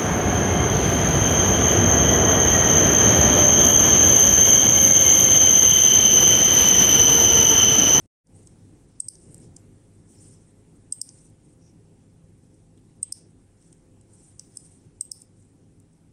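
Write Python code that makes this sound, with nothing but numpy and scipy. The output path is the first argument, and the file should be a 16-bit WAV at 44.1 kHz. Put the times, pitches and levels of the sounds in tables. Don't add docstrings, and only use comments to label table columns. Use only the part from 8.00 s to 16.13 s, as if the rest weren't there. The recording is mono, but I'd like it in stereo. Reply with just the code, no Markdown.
import sys
import numpy as np
from scipy import signal
from scipy.io import wavfile
from scipy.ndimage import uniform_filter1d, minimum_filter1d

SR = 44100
rng = np.random.default_rng(int(sys.argv[2]) if len(sys.argv) > 2 else 0)


def int16_out(signal):
    q = np.round(np.clip(np.atleast_2d(signal).T, -1, 1) * 32767)
    wavfile.write(sys.argv[1], SR, q.astype(np.int16))


def amplitude_ratio(level_db):
    exponent = np.asarray(level_db, float) / 20
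    return 10 ** exponent


N = 358488

# f/Hz, level/dB per Hz
AIR_SPECTRUM = [(20, -24), (45, -11.5), (70, -14), (100, -3), (220, -8), (330, -9), (600, -25.5),
                (800, -24), (1300, -30.5), (3800, -39), (6400, -39.5), (8700, -32), (11300, -42.5),
                (13000, -57), (15600, -54)]
# t/s, level/dB
AIR_LEVEL = [(0.45, -53.5), (0.55, -52), (1.15, -55), (1.37, -51.5), (2.01, -54.5), (2.76, -53.5),
             (2.86, -54.5), (4.87, -56), (4.98, -56), (6.86, -55), (6.98, -56.5), (8.12, -57.5)]
# f/Hz, width/Hz, level/dB
HUM = [(46.8, 15, -67), (99.6, 9, -60), (162.5, 6.4, -63), (258.3, 6.8, -72), (412, 25, -73),
       (516, 5.4, -74), (552.5, 6.6, -81), (681, 26, -84), (808, 30, -84)]
# f/Hz, correlation/1
PORT_LIKENESS = [(30, .93), (170, .93), (400, .82), (800, .5), (1200, .3), (5400, .12), (6900, .88),
                 (8400, .98), (15000, .98)]
# f/Hz, phase/rad
PORT_LAG = [(20, 0), (200, 0), (300, .3), (500, 1.1), (800, 1.3), (1100, 2.8), (2400, 6.28), (16000, 6.28)]
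# f/Hz, left-right/dB
AIR_TILT = [(60, -7), (150, 1.5), (380, -1), (950, -1.5), (2380, 1), (5980, 4), (15000, -4.5)]
# f/Hz, t60/s
OFFICE_T60 = [(2000, 0.59), (5000, 0.23), (8400, 0.24), (11000, 0.21), (14000, 0.22)]

# t/s, half width/s, level/dB
BOOMS = [
    (1.27, .06, -56),
    (1.43, 0.12, -54.5),
    (2.25, .15, -59.5),
    (5.25, .08, -60),
    (6.6, 0.096, -63.5),
]
# f/Hz, width/Hz, level/dB
DESK_MODES = [(110, 80, 1.5), (300, 230, -4)]

# t/s, length/s, rub level/dB, dull part under it/dB, left-right/dB
STROKES = [(-.1, .3, -69, -5, 3), (0.311, 0.26, -67.5, -11.5, 9.5), (0.485, 0.52, -80.5, -0.5, 2),
           (0.872, 0.25, -80, 5.5, 0), (1.091, 0.095, -65, -6, 3.5), (1.128, 0.4, -62.5, -14.5, 12),
           (1.397, 0.1, -67.5, -11.5, 20), (1.515, 0.078, -78.5, -12.5, 12.5), (1.71, 0.58, -82, -6, 7),
           (2.043, 0.51, -58.5, -9.5, 5), (2.658, 0.35, -79.5, -9, 5), (3.075, 0.28, -61.5, -13.5, 13),
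           (3.395, 0.22, -74.5, -12, 2), (3.584, 0.17, -80, -4.5, 7.5), (3.793, 0.34, -95.5, 1, 4.5),
           (4.357, 0.32, -87, -3, 1), (4.8, 0.23, -86.5, 0.5, -0.5), (5.134, 0.12, -66, -2.5, 0.5),
           (5.566, 0.27, -70, -6.5, 4.5), (6.068, 0.36, -61.5, -16.5, 11.5), (6.364, 0.3, -67, -5.5, 6.5),
           (6.506, 0.41, -64, -7, 3.5), (6.928, 0.12, -85.5, -2, 3), (7.132, 0.14, -63, -8.5, 3.5),
           (7.331, 0.28, -73.5, -19.5, 3.5)]
# t/s, level/dB
CATCHES = [(.892, -68), (1.958, -72), (3.11, -69), (4.544, -68), (4.776, -85.5), (5.306, -71),
           (6.012, -80.5), (6.562, -56.5), (6.598, -63.5), (7.214, -60), (7.825, -71), (7.933, -69),
           (2.915, -66), (5.026, -60.5), (7.005, -66), (.996, -66.5)]
# f/Hz, width/Hz, level/dB
RUB_MODES = [(7230, 310, -2.5), (7710, 170, -0.5), (8685, 1200, 4.5), (10000, 4500, -22.5),
             (11200, 450, -28), (14050, 1557, -41)]
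# f/Hz, width/Hz, level/dB
DULL_RUB_MODES = [(5320, 490, 4.5), (6020, 970, 2), (5200, 1200, -20.5), (2420, 9500, -9)]
# f/Hz, width/Hz, level/dB
SQUEAK_MODES = [(5760, 160, 0), (6450, 300, -11), (5400, 400, -10)]
STROKE_SKEW, STROKE_ROUND = 0.71, 1.69
CATCH_S = 0.0055
SQUEAK_S, SQUEAK_WIDTH_S, SQUEAK_DB = 3.665, .055, -69.5
REST_DB, REST_DULL_DB, REST_PAN_DB, TREMBLE_DB = -84.5, 1.5, 4, 1.5
FLUTTER_DB, FLUTTER_S = 3, .02
RUB_TOP_HZ = 11400

# t/s, f/Hz, width/Hz, peak level/dB, t60/s
RINGS = [
    (1.092, 5300, 1100, -53.5, 0.4),
    (3.022, 5260, 1100, -54.5, 0.39),
    (5.13, 5440, 1500, -50, 0.35),
    (7.123, 5280, 630, -52.5, 0.38),
    (2.9265, 8450, 500, -26, 0.047),
    (2.933, 8450, 500, -41.5, 0.45),
    (1.092, 8800, 1230, -47.5, .4),
    (3.022, 8900, 1000, -45.5, .4),
    (5.033, 2950, 300, -67, .2),
    (1.03, 8350, 600, -46, 0.26),
]
# t/s, f/Hz, width/Hz, peak level/dB, t60/s
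FIZZ = [
    (1.092, 12500, 2500, -62, .15),
    (2.929, 13800, 2600, -56, .16),
    (3.02, 13200, 2500, -56, .13),
    (5.034, 12000, 2000, -64, .1),
    (5.128, 13200, 2500, -62, .1),
    (7.015, 13300, 2800, -54, .14),
    (7.122, 13500, 2500, -58, .13),
    (2.1, 14200, 1500, -78, 2.5),
    (7.2, 12800, 2000, -68, .25),
    (6.41, 14500, 1800, -79, 2.5),
]
RING_RISE_MS = 1.3

# t/s, peak level/dB, ring under it/dB, ring t60/s
THUDS = [(.472, -64, -20, .1), (1.0004, -59, -5, 0.22), (1.343, -66, -22, 0.091), (1.565, -64, -20, .1),
         (2.923, -54.5, -2, 0.27), (3.0132, -58, -10, 0.35), (3.088, -63, -15, 0.11),
         (4.774, -65.5, -7, 0.15), (5.028, -53, -1, 0.34), (5.1217, -69, -20, .2), (5.725, -66, -13, .1),
         (6.011, -72.5, -21, 0.091), (6.3948, -57.5, -15, .15), (7.008, -58, -3, 0.34),
         (7.115, -64, -14, 0.17)]
# t/s, peak level/dB, shell share/dB, lever share/dB
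FLICKS = [(1.2, -62.5, -5, 25), (1.0728, -62.5, -5, 27), (0.98, -67, -5, 27), (7.0132, -33.5, 6, 30),
          (7.8, -53, 2, 23), (1.0995, -48, 0, 1), (3.3, -62, -5, 28.5), (7.1125, -43.5, 4.5, 6),
          (7.1142, -35, 4, 7), (7.1208, -34, 8, 3), (5.0225, -59.5, 0.5, 22.5), (7.0205, -42, -5, -5.5),
          (2.9345, -39.5, -5, 3), (7.2165, -46.5, 4, 8)]
# f/Hz, width/Hz, level/dB
HOLLOW_MODES = [(3220, 880, -2.5), (1900, 1200, -10.5), (3900, 1900, -3.5), (1208, 890, -6.5)]
THUD_MS = 3.1

# f/Hz, width/Hz, level/dB
SWITCH_MODES = [(8370, 450, 4), (8814, 1040, -3.5), (9770, 2300, -19.5), (8020, 1600, -4)]
# f/Hz, width/Hz, level/dB
SHELL_MODES = [(4886, 410, -17), (5580, 2300, -18.5), (6420, 2400, -17.5), (6930, 440, -26),
               (2914, 209, -34.5)]
# f/Hz, width/Hz, level/dB
LEVER_MODES = [(11220, 570, -28.5), (13140, 960, -38.5), (13890, 2000, -44.5), (15300, 1200, -49.5)]
SMALL_PARTS_HZ = 4550
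LEAD_IN_S = .003

# t/s, peak level/dB, shell share/dB, left-right/dB, lever share/dB
TICKS = [(0.2696, -49.5, 10.5, 10, -16.5), (0.4714, -39.5, 12, 16, 4.5), (1.1537, -46, 18, 6, 12),
         (1.2303, -53, -3, 12.5, -13), (1.3435, -35, 3, 16, 17.5), (1.379, -43, -1, 21, -11.5),
         (1.3998, -53, 2, 18, -8), (1.5647, -36.5, 9, 8, -14), (1.958, -64, 6.5, 4, -3),
         (3.0899, -33, 22.5, 14.5, -9), (4.5438, -63, 5, 2, -2.5), (4.7742, -56, 8, 23, -3),
         (5.6242, -58, 13, 9, -6), (5.727, -43.5, 8, 10, -11.5), (6.011, -53.5, 7, 9.5, 3),
         (6.3942, -34.5, 11, 15, -4), (6.5702, -33, 5, 11.5, -12), (7.219, -38, 6.5, 9, -1),
         (7.424, -56, 10, 26, -1.5)]
TICK_MS = 1.42

# t/s, peak level/dB, shell under switch/dB, lever under switch/dB
BOUNCES = [(1.0837, -19, -15, -36), (1.0846, -19, -5, -29), (1.0855, -15, -13, -30),
           (1.0868, -10, -16, -42), (1.0874, -14, -16, -36), (1.0883, -17, -14, -39),
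           (1.0896, -29, -18, -40), (3.0139, -22, -9, -19), (3.015, -14, 0, -23), (3.0159, -10, -19, -32),
           (3.0166, -14, -12, -23), (3.0179, -16, -16, -31), (3.0194, -21, -18, -35),
           (3.0206, -22, -27, -41), (3.0218, -29, -16, -34), (5.121, -29, -22, -25),
           (5.1223, -28, -13, -22), (5.1231, -15, -22, -27), (5.1239, -12, -21, -24),
           (5.1246, -11, -12, -27), (5.1258, -10, -19, -31), (5.1277, -19, -14, -37),
           (5.1298, -30, -22, -38), (7.1165, -22, 3, -19), (7.1174, -10, -12, -31), (7.1188, -24, -2, -21),
           (7.1198, -23, -15, -21), (6.3952, -21, -4, -35), (6.3959, -26, 2, -27), (6.3982, -32, -12, -46),
           (6.5697, -31, -24, -26), (6.5715, -20, -10, -27), (6.5722, -16, -15, -37),
           (6.5729, -21, -25, -42), (6.5746, -29, -18, -33), (6.5762, -37, -25, -34),
           (2.9221, -22, -4, -31), (2.9232, -21, -1, -18), (7.0066, -44, -16, -25), (7.0084, -27, 0, -24)]
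# f/Hz, width/Hz, level/dB
CONTACT_SWITCH = [(8450, 1600, 0), (9700, 1800, -6.5)]
# f/Hz, width/Hz, level/dB
CONTACT_SHELL = [(5100, 950, 0), (6300, 1500, -4.5)]
# f/Hz, width/Hz, level/dB
CONTACT_LEVER = [(11300, 1600, 0), (13600, 3000, -4.5)]
BOUNCE_TRIM_DB, BOUNCE_SHELL_DB, BOUNCE_LEVER_DB, BOUNCE_PAN_DB = -6.5, 1.5, 4.5, 12.5
BOUNCE_RISE_S, FAR_PORT_S = .0002, .00016

# t/s, peak level/dB, shell share/dB, lever share/dB, time factor/1
RELEASES = [
    (1.084, -35, 7, -2, 0.9),
    (3.0135, -25, 3, 6, 1.5),
    (5.1227, -24, 0.5, 4, 1.15),
    (7.1161, -32, -3, 4.5, 0.6),
]
# f/Hz, width/Hz, level/dB
CLACK_MODES = [(5150, 800, 0)]
CHATTER_TOP_MS, CHATTER_WIDTH_MS, CHATTER_LEAD_DB = 2, 2.5, -18
RELEASE_PAN_DB, CLACK_DB, CLACK_LATE_S = 11.5, -6, .0018

# t/s, peak level/dB, left-right/dB, rebound/dB, hold as a time factor/1
PRESSES = [
    (1.0013, -17, 16, -16.5, 1.48),
    (1.0437, -39, 16, -11, 0.88),
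    (2.924, -16, 8, 6, 0.55),
    (5.029, -14.5, 7.5, 8.5, 1.1),
    (7.0091, -16, 15.5, 3.5, 1.2),
    (7.051, -36.5, 15, -11, 1.1),
]
# f/Hz, width/Hz, level/dB
KNOCK_MODES = [(3000, 350, 0), (1900, 900, -9), (4200, 900, -5)]
KNOCK_DB, KNOCK_MS = -55, 2.5
SPRING_HZ, SPRING_RISE_MS, SPRING_HOLD_MS = 8360, .8, 3.0
SPRING_SAG_DB_PER_MS, SPRING_STOP_DB_PER_MS = 1.5, 17
REBOUND_MS, REBOUND_DB, REBOUND_FADE_DB_PER_MS = 4.9, -14, 2.2

# t/s, level/dB
MUTE = [(0, -2), (.061, -3), (.063, -18), (.088, -62), (.236, -62), (.243, -20), (.27, -7), (.3, 0),
        (.36, 4), (.45, 2)]
# f/Hz, share/%
GATE_FLOOR = [(20, 0), (10700, 0), (11400, 55), (11900, 88), (12900, 90), (13300, 55), (15500, 62),
              (16000, 90)]
# f/Hz, level/dB
GATE_MASK = [(20, -95), (700, -80), (1300, -60), (3300, -60), (4500, -75), (16000, -75)]
GATE_FROM_S, SPLIT_HZ = .33, 1000


def evened(x):
    return x / np.sqrt(np.mean(x ** 2) + 1e-20)


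def read(points, hz):
    f, value = np.transpose(points)
    return np.interp(np.log(hz + 1), np.log(f + 1), value)


def level_over_time(rows):
    s, db = np.transpose(rows)
    return np.interp(np.arange(N) / SR, s, db)


def resonate(x, hz, width):
    turn = np.exp(2j * np.pi * hz * np.arange(x.shape[-1]) / SR)
    r = np.exp(-np.pi * width / SR)
    slow = signal.lfilter([(1 - r) ** 2], [1, -2 * r, r * r], x / turn)
    return 2 * (turn * slow).real


def body(x, modes):
    return sum((-1) ** k * amplitude_ratio(db) * resonate(x, hz, width) for k, (hz, width, db) in enumerate(modes))


def flutter(x, modes):
    slow = uniform_filter1d(rng.standard_normal((len(modes), N)), round(FLUTTER_S * SR))
    sway = amplitude_ratio(FLUTTER_DB * evened(slow))
    return evened(sum((-1) ** k * sway[k] * body(x, [mode]) for k, mode in enumerate(modes)))


def add(mix, s, sound, db, pan_db):
    side = amplitude_ratio(np.array([[0], [-pan_db]]))
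    sound = sound / abs(sound).max(1, keepdims=True) * amplitude_ratio(db + 6) * side
    part = mix[:, round(s * SR):][:, :sound.shape[1]]
    part += sound[:, :part.shape[1]]


def hum_line(hz, width, db):
    step = 32
    r = np.exp(-np.pi * width * step / SR)
    a, b = rng.standard_normal((2, N // step + 2))
    slow = signal.lfilter([1 - r], [1, -r], a + 1j * b) + .15
    slow = np.interp(np.arange(N) / step, np.arange(len(a)), slow)
    tone = evened((slow * np.exp(2j * np.pi * hz * np.arange(N) / SR)).real)
    late = round(read(PORT_LAG, hz) / (2 * np.pi * hz) * SR)
    return amplitude_ratio(db + 54.0) * np.array([tone, np.roll(tone, late)])


def office_air():
    frames, hz = N // 512 + 6, np.fft.rfftfreq(2048, 1 / SR)
    a, b, c, d, patches = rng.standard_normal((frames, 1025, 5)).T
    patches = evened(uniform_filter1d(uniform_filter1d(patches, 20, 0), 5, 1))
    same = np.clip(read(PORT_LIKENESS, hz), -1, 1)[:, None]
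    left = a + 1j * b
    lag = np.exp(-1j * read(PORT_LAG, hz))[:, None]
    right = same * left * lag + np.sqrt(1 - same ** 2) * (c + 1j * d)
    patch_db = (1.5 + 0.56 * (hz > 11500))[:, None] * patches
    z = np.array([left, right]) * amplitude_ratio(read(AIR_SPECTRUM, hz)[:, None] + patch_db)
    z *= amplitude_ratio(np.array([.5, -.5])[:, None] * read(AIR_TILT, hz))[:, :, None]
    wash = evened(signal.istft(z, nperseg=2048, noverlap=1536)[1][:, :N])
    waver = amplitude_ratio(1.4 * evened(uniform_filter1d(rng.standard_normal(N), 9000)))
    hum = waver * sum(hum_line(*line) for line in HUM)
    return amplitude_ratio(level_over_time(AIR_LEVEL) - 1) * (amplitude_ratio(-2.0) * wash + hum)


def office_reflections(x):
    taps = np.zeros((2, SR // 2))
    slots = np.arange(260, SR // 2 - 20, 20)
    at = slots + rng.integers(0, 20, (2, len(slots)))
    np.put_along_axis(taps, at, rng.choice([-1., 1.], at.shape), 1)
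    hz, t, z = signal.stft(taps, SR, nperseg=256)
    decay_db = -60 * t / read(OFFICE_T60, hz)[:, None] + 1.5 * (hz > 11500)[:, None]
    tail = signal.istft(z * amplitude_ratio(decay_db), SR, nperseg=256)[1]
    tail *= amplitude_ratio(np.array([[-14.], [-18.]])) / np.linalg.norm(tail[0])
    return signal.fftconvolve(x[:1], tail, axes=1)[:, :N]


def desk():
    t = np.arange(N) / SR
    weight = sum(amplitude_ratio(db) * np.exp(-((t - s) / width) ** 2) for s, width, db in BOOMS)
    return weight * evened(body(rng.standard_normal(N), DESK_MODES))


def glide():
    t = np.arange(N) / SR
    near, other, rough, tremble = rng.standard_normal((4, N))
    rub = amplitude_ratio(REST_DB + TREMBLE_DB * evened(uniform_filter1d(tremble, 3000)))
    dull = rub * amplitude_ratio(REST_DULL_DB)
    sided = rub * REST_PAN_DB
    for s, db in CATCHES:
        catch = amplitude_ratio(db) * np.exp(-((t - s) / CATCH_S) ** 2)
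        rub = rub + catch
        sided = sided + catch * REST_PAN_DB
    for s, length, db, dull_db, pan_db in STROKES:
        phase = np.clip((t - s) / length, 0, 1) ** STROKE_SKEW
        speed = amplitude_ratio(db) * abs(np.sin(np.pi * phase)) ** STROKE_ROUND
        rub = rub + speed
        dull = dull + speed * amplitude_ratio(dull_db)
        sided = sided + speed * pan_db
    pan = sided / rub
    fine, coarse = [evened(uniform_filter1d(rough, size)) for size in (300, 1500)]
    grit = amplitude_ratio(.7 * fine + .4 * coarse)
    rub = rub * flutter(grit * near, RUB_MODES) * amplitude_ratio(np.array([pan, -pan]) * 0.46)
    dull = dull * flutter(grit * np.array([near, other]), DULL_RUB_MODES) * amplitude_ratio(np.array([pan, -pan]) / 2)
    squeak = amplitude_ratio(SQUEAK_DB - 10 * ((t - SQUEAK_S) / SQUEAK_WIDTH_S) ** 2) * grit
    squeak = squeak * evened(body(near, SQUEAK_MODES))
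    rub_low_pass = signal.butter(4, RUB_TOP_HZ, fs=SR, output="sos")
    return signal.sosfilt(rub_low_pass, rub + dull + squeak * amplitude_ratio(np.array([[3.], [-3.]])))


def rings():
    out, ms = np.zeros((2, N)), np.arange(9000) / SR * 1000
    for s, hz, width, db, t60 in RINGS + FIZZ:
        near, other = rng.standard_normal((2, len(ms)))
        fade_out = np.clip((ms[-1] - ms) / 40, 0, 1)
        force = np.clip(ms / RING_RISE_MS, 0, 1) * amplitude_ratio(-60 * ms / 1000 / t60) * fade_out
        ports = np.array([near, 0.55 * near + 0.89 * other])
        add(out, s, force * resonate(ports, hz, width), db, 6.0)
    return out


def rattle(force, shell_db, lever_db, per_s):
    near, other, when = rng.standard_normal((3, len(force)))
    taps = (abs(when) < per_s / SR * 1.25) * force
    taps = np.array([near, 0.25 * other + 0.14 * near]) * taps + 1e-4 * force
    switch = body(taps, SWITCH_MODES)
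    shell = amplitude_ratio(shell_db) * body(taps, SHELL_MODES)
    lever = amplitude_ratio(lever_db + np.array([[0], [5.0]])) * body(taps, LEVER_MODES)
    small = signal.butter(8, SMALL_PARTS_HZ, "high", fs=SR, output="sos")
    return signal.sosfilt(small, switch + shell + lever)


def knocks():
    out, ms = np.zeros((2, N)), np.arange(6000) / SR * 1000
    for s, db, ring_db, t60 in THUDS:
        ring = amplitude_ratio(ring_db - 60 * ms / 1000 / t60)
        force = np.clip(ms / THUD_MS, 0, 1) * (np.exp(-ms / THUD_MS) + ring)
        add(out, s - .001, body(force * rng.standard_normal((2, len(ms))), HOLLOW_MODES), db, 3.0)
    ms = ms[:600]
    for s, db, shell_db, lever_db in FLICKS:
        force = np.minimum(ms / .6, 1) * np.exp(-ms / 0.91)
        add(out, s, rattle(force, shell_db, lever_db, 12000), db, 9.0)
    return out


def contact_time():
    ms = np.arange(1300) / SR * 1000 - LEAD_IN_S * 1000
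    return ms, (ms < 0) * amplitude_ratio(-15 + 5.0 * ms)


def ticks():
    out, (ms, scuff) = np.zeros((2, N)), contact_time()
    for s, db, shell_db, pan_db, lever_db in TICKS:
        force = scuff + np.clip(ms / 0.37, 0, 1) * np.exp(-ms / TICK_MS)
        add(out, s - LEAD_IN_S, rattle(force, shell_db, lever_db, 12000), db, pan_db)
    return out


def bounces():
    out = np.zeros((2, N))
    blow = 1. * (np.arange(300) == np.array([[0], [round(FAR_PORT_S * SR)]]))
    parts = [body(body(blow, modes), modes) for modes in (CONTACT_SWITCH, CONTACT_SHELL, CONTACT_LEVER)]
    switch, shell, lever = [part / abs(part).max() for part in parts]
    signs = rng.choice([-1., 1.], (len(BOUNCES), 2))
    for (s, db, shell_db, lever_db), sign in zip(BOUNCES, signs):
        ring = sign[0] * (switch + amplitude_ratio(lever_db + BOUNCE_LEVER_DB) * lever)
        ring = ring + sign[1] * amplitude_ratio(shell_db + BOUNCE_SHELL_DB) * shell
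        add(out, s - BOUNCE_RISE_S, ring, db + BOUNCE_TRIM_DB, BOUNCE_PAN_DB)
    return out


def releases():
    out, (ms, _) = np.zeros((2, N)), contact_time()
    blow = np.ones((2, 1)) * (abs(ms) == abs(ms).min())
    clack = body(body(blow, CLACK_MODES), CLACK_MODES)
    for s, db, shell_db, lever_db, hold in RELEASES:
        u = ms / hold
        swell = amplitude_ratio(-10 * (abs(u - CHATTER_TOP_MS) / CHATTER_WIDTH_MS) ** 2)
        force = np.where(u < 0, amplitude_ratio(CHATTER_LEAD_DB + 2.4 * u), swell)
        add(out, s - LEAD_IN_S, rattle(force, shell_db, lever_db, 14000), db, RELEASE_PAN_DB)
        add(out, s - LEAD_IN_S + CLACK_LATE_S, clack, db + CLACK_DB, RELEASE_PAN_DB)
    return out


def presses():
    out, (ms, scuff) = np.zeros((2, N)), contact_time()
    blow = np.clip(ms / KNOCK_MS, 0, 1) * np.exp(-abs(ms) / KNOCK_MS) * rng.standard_normal((2, len(ms)))
    knock = body(blow, KNOCK_MODES)
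    for s, db, pan_db, rebound_db, hold in PRESSES:
        u = ms / hold
        wobble_db = 1.1 * evened(uniform_filter1d(rng.standard_normal((2, len(ms))), 20))
        stop_db = SPRING_STOP_DB_PER_MS * np.maximum(u - SPRING_HOLD_MS, 0)
        first_db = -SPRING_SAG_DB_PER_MS * u - stop_db
        away_db = np.maximum(SPRING_STOP_DB_PER_MS * (REBOUND_MS - u), REBOUND_FADE_DB_PER_MS * (u - REBOUND_MS))
        again_db = REBOUND_DB + rebound_db - away_db
        swing = np.clip(u / SPRING_RISE_MS, 0, 1) ** 2 * amplitude_ratio(np.maximum(first_db, again_db) + wobble_db)
        cycles = SPRING_HZ * ms / 1000 + rng.random() - np.array([[0], [.2]])
        spring = swing * np.sin(2 * np.pi * cycles)
        spring = resonate(spring, SPRING_HZ, 3500)
        snap = rattle(1.9 * scuff + (ms >= 0) * np.exp(-ms / 7.3), 6.0, 3.3, 13000)
        snap_gain = 0.37 * amplitude_ratio(min(0.36 * (db + 19.0), 0))
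        add(out, s - LEAD_IN_S, spring + snap_gain * snap / abs(snap).max(), db, pan_db)
        add(out, s - LEAD_IN_S, knock, db + KNOCK_DB, 3.0)
    return out


def scene():
    clicks = ticks() + bounces() + releases() + presses()
    background = office_air() + office_reflections(clicks) + desk()
    return background + glide() + rings() + knocks() + clicks


def gate(x):
    hz, t, z = signal.stft(x, SR, nperseg=1024, noverlap=512)
    band_db = 10 * np.log10(uniform_filter1d((abs(z) ** 2).mean(0), size=14, axis=0) + 1e-20)
    sudden_db = band_db - .8 * uniform_filter1d(band_db, size=25, axis=1)
    rank = 100 * sudden_db.argsort(1).argsort(1) / band_db.shape[1]
    keep = np.clip((rank - read(GATE_FLOOR, hz)[:, None]) / 6 + 1, .04, 1)
    keep = np.where(t < GATE_FROM_S, 1, keep)
    loudest_db = -minimum_filter1d(-band_db[40:].max(0), size=3, origin=1)
    chance_db = 8 * evened(uniform_filter1d(rng.standard_normal(band_db.shape), size=6, axis=0))
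    chance_db = 8 * evened(uniform_filter1d(chance_db, size=4, axis=1))
    over_db = band_db - loudest_db - read(GATE_MASK, hz)[:, None] + chance_db
    keep *= np.clip(over_db / 8, .3, 1)
    return signal.istft(z * keep, SR, nperseg=1024, noverlap=512)[1][:, :N]


def roll_off(x):
    return signal.sosfilt(signal.butter(12, 16300, fs=SR, output="sos"), x)


def record(dry):
    power_db = 10 * np.log10(abs(uniform_filter1d((dry ** 2).mean(0), 130)) + 1e-12)
    fall = np.arange(N) * 340.0 / SR
    over_db = np.maximum(np.maximum.accumulate(power_db + fall) - fall + 37.0, 0)
    duck_db = np.roll(uniform_filter1d(0.54 * over_db, 150), 190)
    bass = signal.sosfiltfilt(signal.butter(2, SPLIT_HZ, fs=SR, output="sos"), dry)
    ducked_bass = bass * amplitude_ratio(-1.2 * np.roll(duck_db, -260))
    ducked = (dry - bass) * amplitude_ratio(-duck_db) + ducked_bass
    x = gate(ducked) * amplitude_ratio(level_over_time(MUTE))
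    x = signal.sosfiltfilt(signal.butter(10, 16000, fs=SR, output="sos"), x)
    return roll_off(x)


dry = scene()
out = record(dry)
int16_out(out)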